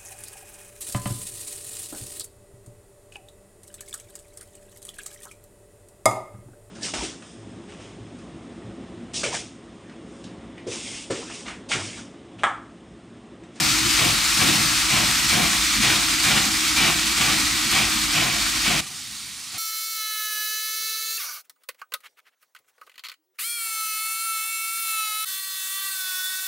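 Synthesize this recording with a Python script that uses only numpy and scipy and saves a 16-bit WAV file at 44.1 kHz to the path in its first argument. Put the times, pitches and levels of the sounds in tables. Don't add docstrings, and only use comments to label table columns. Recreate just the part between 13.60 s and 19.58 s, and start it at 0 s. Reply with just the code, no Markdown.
import sys
import numpy as np
from scipy import signal
from scipy.fft import rfft, irfft, next_fast_len
from scipy.io import wavfile
from scipy.ndimage import uniform_filter1d, map_coordinates

SR = 44100
rng = np.random.default_rng(int(sys.argv[2]) if len(sys.argv) > 2 else 0)


def generate_wav(signal):
    frames = np.transpose(np.atleast_2d(signal))
    scaled = np.clip(frames, -1, 1) * 32767
    pcm = np.round(scaled).astype(np.int16)
    wavfile.write(sys.argv[1], SR, pcm)


def invert_db(x):
    u = np.asarray(x, float) / 20
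    return 10 ** u


N = 263702
TIME = np.arange(N) / SR
JUMP_S = 5.207

# valve_opens_s, strength_db, nozzle_bite_db, chimney_hz, smokebox_hz
BEATS = [(-0.165, -35, -13, 750, 127), (0.363, -33.5, 1, 710, 148), (0.765, -32, 2, 706, 131),
         (1.291, -34, 2, 694, 160), (1.685, -32.5, 0, 724, 197), (2.218, -35, 5, 673, 157),
         (2.636, -34, 4.5, 760, 204), (3.157, -35.5, 6, 713, 148), (3.562, -35, 4, 755, 210),
         (4.107, -36, 4.5, 750, 139), (4.508, -34, 1.4, 696, 139), (5.044, -34.5, 0, 680, 162)]
# valve_opens_s, strength_db, nozzle_bite_db, chimney_hz, smokebox_hz
FAR_BEATS = [
    (5.09, -50, 1.5, 776, 200),
    (5.918, -49, -4, 780, 210),
]
# frequency_hz, likeness_0_to_1
NEAR_ALIKE = [(150, 1), (330, .97), (600, 0.32), (1000, 0.54), (1700, 0.68), (2400, 0.84), (10000, 0.77),
              (12000, 0.65), (15000, 0.25)]
# frequency_hz, level_db
NEAR_LEAN = [(120, 1.6), (260, -0.2), (500, 3.5), (850, 5.5), (1300, 2.5), (2200, -0.5), (9000, -1.1),
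             (12000, -3.5)]


def unit(x):
    return x / np.sqrt(np.mean(x ** 2) + 1e-20)


def along(points, hz):
    f, v = np.transpose(points)
    return np.interp(np.log(hz + 1), np.log(f + 1), v)


def colour(points):
    return lambda hz: invert_db(along(points, hz))


def curve(spans):
    s, value = np.transpose(np.concatenate(spans))
    return np.interp(TIME, s, value)


def wobble(rate):
    knots = rng.standard_normal(int(N * rate / SR) + 4)
    return map_coordinates(knots, [TIME * rate])


def balance(left_over_right_db):
    return invert_db(np.outer([0.5, -0.5], left_over_right_db))


def filtered(x, response):
    n = x.shape[-1]
    m = next_fast_len(n + 8192)
    spectrum = rfft(x, m) * response(np.fft.rfftfreq(m, 1 / SR))
    return irfft(spectrum, m)[..., :n]


def resonances(modes, order=1):
    def gain(f):
        power = 0
        for centre, width, db in modes:
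            peak = f * width / (centre * centre - f * f + 1j * f * width)
            power = power + np.abs(invert_db(db) * peak ** order) ** 2
        return np.sqrt(power)
    return gain


def rush(gain, alike, lean, patchy_db):
    z = signal.stft(rng.standard_normal((2, N)), nperseg=512)[2]
    patches = rng.standard_normal(z.shape[1:])
    patches = uniform_filter1d(patches, size=6, axis=0)
    patches = uniform_filter1d(patches, size=10, axis=1)
    pair = signal.istft(z * invert_db(patchy_db * unit(patches)), nperseg=512)[1][:, :N]

    def spread(hz):
        angle = np.arccos(np.clip(along(alike, hz), 0, 1)) / 2
        return gain(hz) * np.array([np.cos(angle), np.sin(angle)])

    mid, side = filtered(pair, spread)
    sides = np.array([mid + side, mid - side])
    return unit(filtered(sides, lambda hz: balance(along(lean, hz))))


def drains():
    # time_s, level_db
    jets = [
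        [(0, -24.5), (0.45, -24.5), (0.9, -24), (1.4, -24.5), (1.9, -24.8), (2.4, -25.5), (2.9, -25.5),
         (3.3, -26.5), (3.8, -25.5), (4.25, -27), (4.6, -27), (4.95, -27), (5.206, -27.5)],
        [(5.208, -39.5), (5.55, -38.5), (5.75, -40), (5.98, -38.5)],
    ]
    # frequency_hz, density_db
    near_jet = [(80, -8), (330, -6.5), (420, -23.5), (800, -11.5), (1260, -4.5), (1640, -6), (2350, -1.5),
                (2800, -3.5), (4300, -1), (6000, -4), (8800, -6.5), (11000, -15), (13500, -15.5),
                (15600, -20)]
    # frequency_hz, density_db
    far_jet = [(60, -5), (220, -11), (550, -25.5), (800, -19.5), (1200, -14.5), (1650, -15.5), (2000, -10),
               (2700, -9.5), (4400, -5.5), (7000, -8.5), (10000, -10), (10900, -19), (13000, -19),
               (15600, -24)]
    # frequency_hz, likeness_0_to_1
    far_alike = [(200, .99), (330, 0.67), (550, 0.6), (1100, 0.95), (3500, 0.91), (10000, .93),
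                 (11500, 0.64), (15000, 0.56)]
    # frequency_hz, level_db
    far_lean = [(250, 2.5), (450, 7), (900, 5), (1700, -0.5), (8000, -3), (12000, 2)]

    near = rush(colour(near_jet), NEAR_ALIKE, NEAR_LEAN, patchy_db=0.77)
    far = rush(colour(far_jet), far_alike, far_lean, patchy_db=1.1)
    flutter_db = 0.42 * wobble(14) + 0.64 * wobble(50) + 0.78 * wobble(900)

    kick_db, kick_rise_s, kick_fall_s = 3, 0.014, 0.039
    opens = np.array(BEATS + FAR_BEATS[1:])[:, :1]
    since = np.clip(TIME - opens, 0, None)
    kicks = np.clip(since / kick_rise_s, 0, 1) * np.exp(-since / kick_fall_s)
    level_db = curve(jets) + 3.5 + flutter_db + kick_db * np.sum(kicks, axis=0)
    return invert_db(level_db) * np.where(TIME < JUMP_S, near, far)


def exhaust():
    # frequency_hz, density_db
    thump_points = [(50, -28), (90, 0.5), (140, 6), (200, 3.5), (260, -1.5), (330, 2), (400, -8),
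                    (520, -3.5), (900, -22)]
    # frequency_hz, density_db
    fizz_points = [(300, -2), (600, -2.5), (950, -1.5), (1250, -3), (1700, -1), (2700, 2.5), (3700, 1),
                   (5000, -7), (8500, -10.5), (15600, -36)]
    # frequency_hz, width_hz, level_db
    whistle_modes = [
        (2400, 330, -1),
        (3070, 820, -6),
    ]
    # frequency_hz, likeness_0_to_1
    blast_alike = [(150, 1), (330, 0.96), (420, 0.82), (530, 0.64), (720, 0.87), (1200, 1), (2400, 1),
                   (8000, 0.83)]
    # frequency_hz, level_db
    blast_lean = [(120, 1.6), (380, 2.3), (520, 3), (850, 4), (1300, -2), (2400, 1), (5000, 0)]
    # rise_s, hold_s, t60_s
    strokes = [
        (0.058, 0.087, .75),
        (0.032, 0.091, 0.55),
    ]

    thump = rush(colour(thump_points), blast_alike, blast_lean, patchy_db=-0.5)
    whistle = rush(resonances(whistle_modes), blast_alike, blast_lean, patchy_db=0.0)
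    fizz = rush(colour(fizz_points), blast_alike, blast_lean, patchy_db=1.3)
    air = rush(lambda hz: (hz > 300) * (hz < 2000), blast_alike, blast_lean, patchy_db=2.3)

    fill_s = 0.02
    thump_fade_db_per_s, whistle_growth_db_per_s = 1.16, 1.07
    out = np.zeros((2, N))
    for k, (s, strength_db, bite_db, note_hz, boom_hz) in enumerate(BEATS + FAR_BEATS):
        rise, hold, t60 = strokes[k % len(strokes)]
        this_spot = (TIME < JUMP_S) == (k < len(BEATS))
        span = (TIME >= s) & (TIME < s + 1) & this_spot
        t = TIME[span] - s
        decay_db = 60 * np.clip(t - rise - hold, 0, None) / t60
        pressure = np.clip(t / rise, 0, 1) * invert_db(strength_db - decay_db)

        pipe = resonances([(note_hz, 140, 0), (1.52 * note_hz, 110, -2.5)], order=2)
        chimney = invert_db(-1.5) * unit(filtered(air[:, span], pipe))

        box = resonances([(boom_hz, 45, -1)])
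        boom = filtered(thump[:, span], lambda hz: 1 + box(hz))
        boom = invert_db(5.5 - thump_fade_db_per_s * s) * (1 - np.exp(-t / fill_s)) * boom

        spurt = invert_db(1.0 - 35 * t + bite_db)
        whistling = invert_db(2.0 + whistle_growth_db_per_s * s) * whistle[:, span]
        nozzle = spurt * (whistling + invert_db(8.0) * fizz[:, span])
        out[:, span] += pressure * (boom + nozzle + chimney)
    return invert_db(0.59 * wobble(30) + 1.2 * wobble(120)) * out


def steadied(x, share):
    size = np.abs(signal.hilbert(x.mean(axis=0), next_fast_len(N))[:N])
    return unit(x / (size + 0.15) ** np.clip(share, 0, 1))


def fire():
    # frequency_hz, width_hz, level_db
    flue_modes = [(48.3, 21, 1)]
    # frequency_hz, width_hz, level_db
    firebox_modes = [(122, 26, -2.5), (210.7, 25, -0.5), (256, 63, -2)]
    # frequency_hz, width_hz, level_db
    hum_modes = [(314.5, 48, 4.5), (319.6, 14, 1.5), (353, 13, -4)]
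    # time_s, pull_db
    draught = [
        [(0, -1), (.26, 4.5), (.65, -4), (1, 1), (1.7, -2.5), (2.5, 1.5), (3.6, 1), (4.5, 0.5), (5.206, -1)],
        [(5.208, 5), (5.4, -1), (5.98, -1)],
    ]
    # near_db, far_db, swing_db_per_db of draught
    levels = [
        (-32.5, -69, 0.4),
        (-39, -60, 0.96),
        (-39, -70, 1.7),
    ]

    flue = rush(resonances(flue_modes, order=2), NEAR_ALIKE, NEAR_LEAN, patchy_db=-1.5)
    roar = rush(resonances(firebox_modes, order=2), NEAR_ALIKE, NEAR_LEAN, patchy_db=-4.0)
    hum = rush(resonances(hum_modes, order=3), NEAR_ALIKE, NEAR_LEAN, patchy_db=2)
    layers = [steadied(flue, share=0.2), roar, steadied(hum, share=0.73)]

    pull_db = curve(draught)
    out = np.zeros((2, N))
    for (near_db, far_db, swing), layer in zip(levels, layers):
        spot_db = np.where(TIME < JUMP_S, near_db, far_db)
        out += invert_db(spot_db + swing * pull_db) * layer
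    return out


def surroundings(x, stretch):
    # frequency_hz, width_hz, level_db
    iron = [(624, 67, -15), (1113, 27, -14), (1330, 190, -7), (1900, 27, -4), (2316, 72, -7.5)]
    # delay_s, level_db
    echoes = [(.0023, -22.5), (.0051, -31), (.0093, -20.5), (0.017, -20), (.029, -13.5)]

    x = filtered(x, lambda hz: 1 + resonances(iron)(hz))
    out = x.copy()
    for delay, db in echoes:
        then = TIME - delay * (1 + stretch * TIME)
        same_spot = (then < JUMP_S) == (TIME < JUMP_S)
        reflected = np.array([np.interp(then, TIME, side) for side in x])
        out += invert_db(db) * same_spot * reflected
    return out


def scene():
    # time_s, left_over_right_db
    drift = [
        [(0, 2.5), (1.5, 1), (3.5, 0.1), (5.206, 0)],
        [(5.208, 0.3), (5.98, -0.7)],
    ]
    steam = balance(curve(drift)) * drains() + exhaust()
    return surroundings(steam, stretch=0.03) + fire()


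def roll_off(x):
    return signal.sosfilt(signal.butter(12, 15730, fs=SR, output="sos"), x)


def record(dry):
    turn_hz, turn_width_hz = 500, 270
    low_cut_hz, top_hz = 29.5, 15730

    def lag(f):
        reach = turn_hz ** 2 - f * f
        loss = 1j * f * turn_width_hz
        return (reach - loss) / (reach + loss)

    def ends(f):
        return (1j * f / (low_cut_hz + 1j * f)) ** 7 * (f < top_hz)

    sides = np.array([filtered(dry[0], lag), dry[1]])
    return roll_off(filtered(sides, ends))


dry = scene()
out = record(dry)
generate_wav(out)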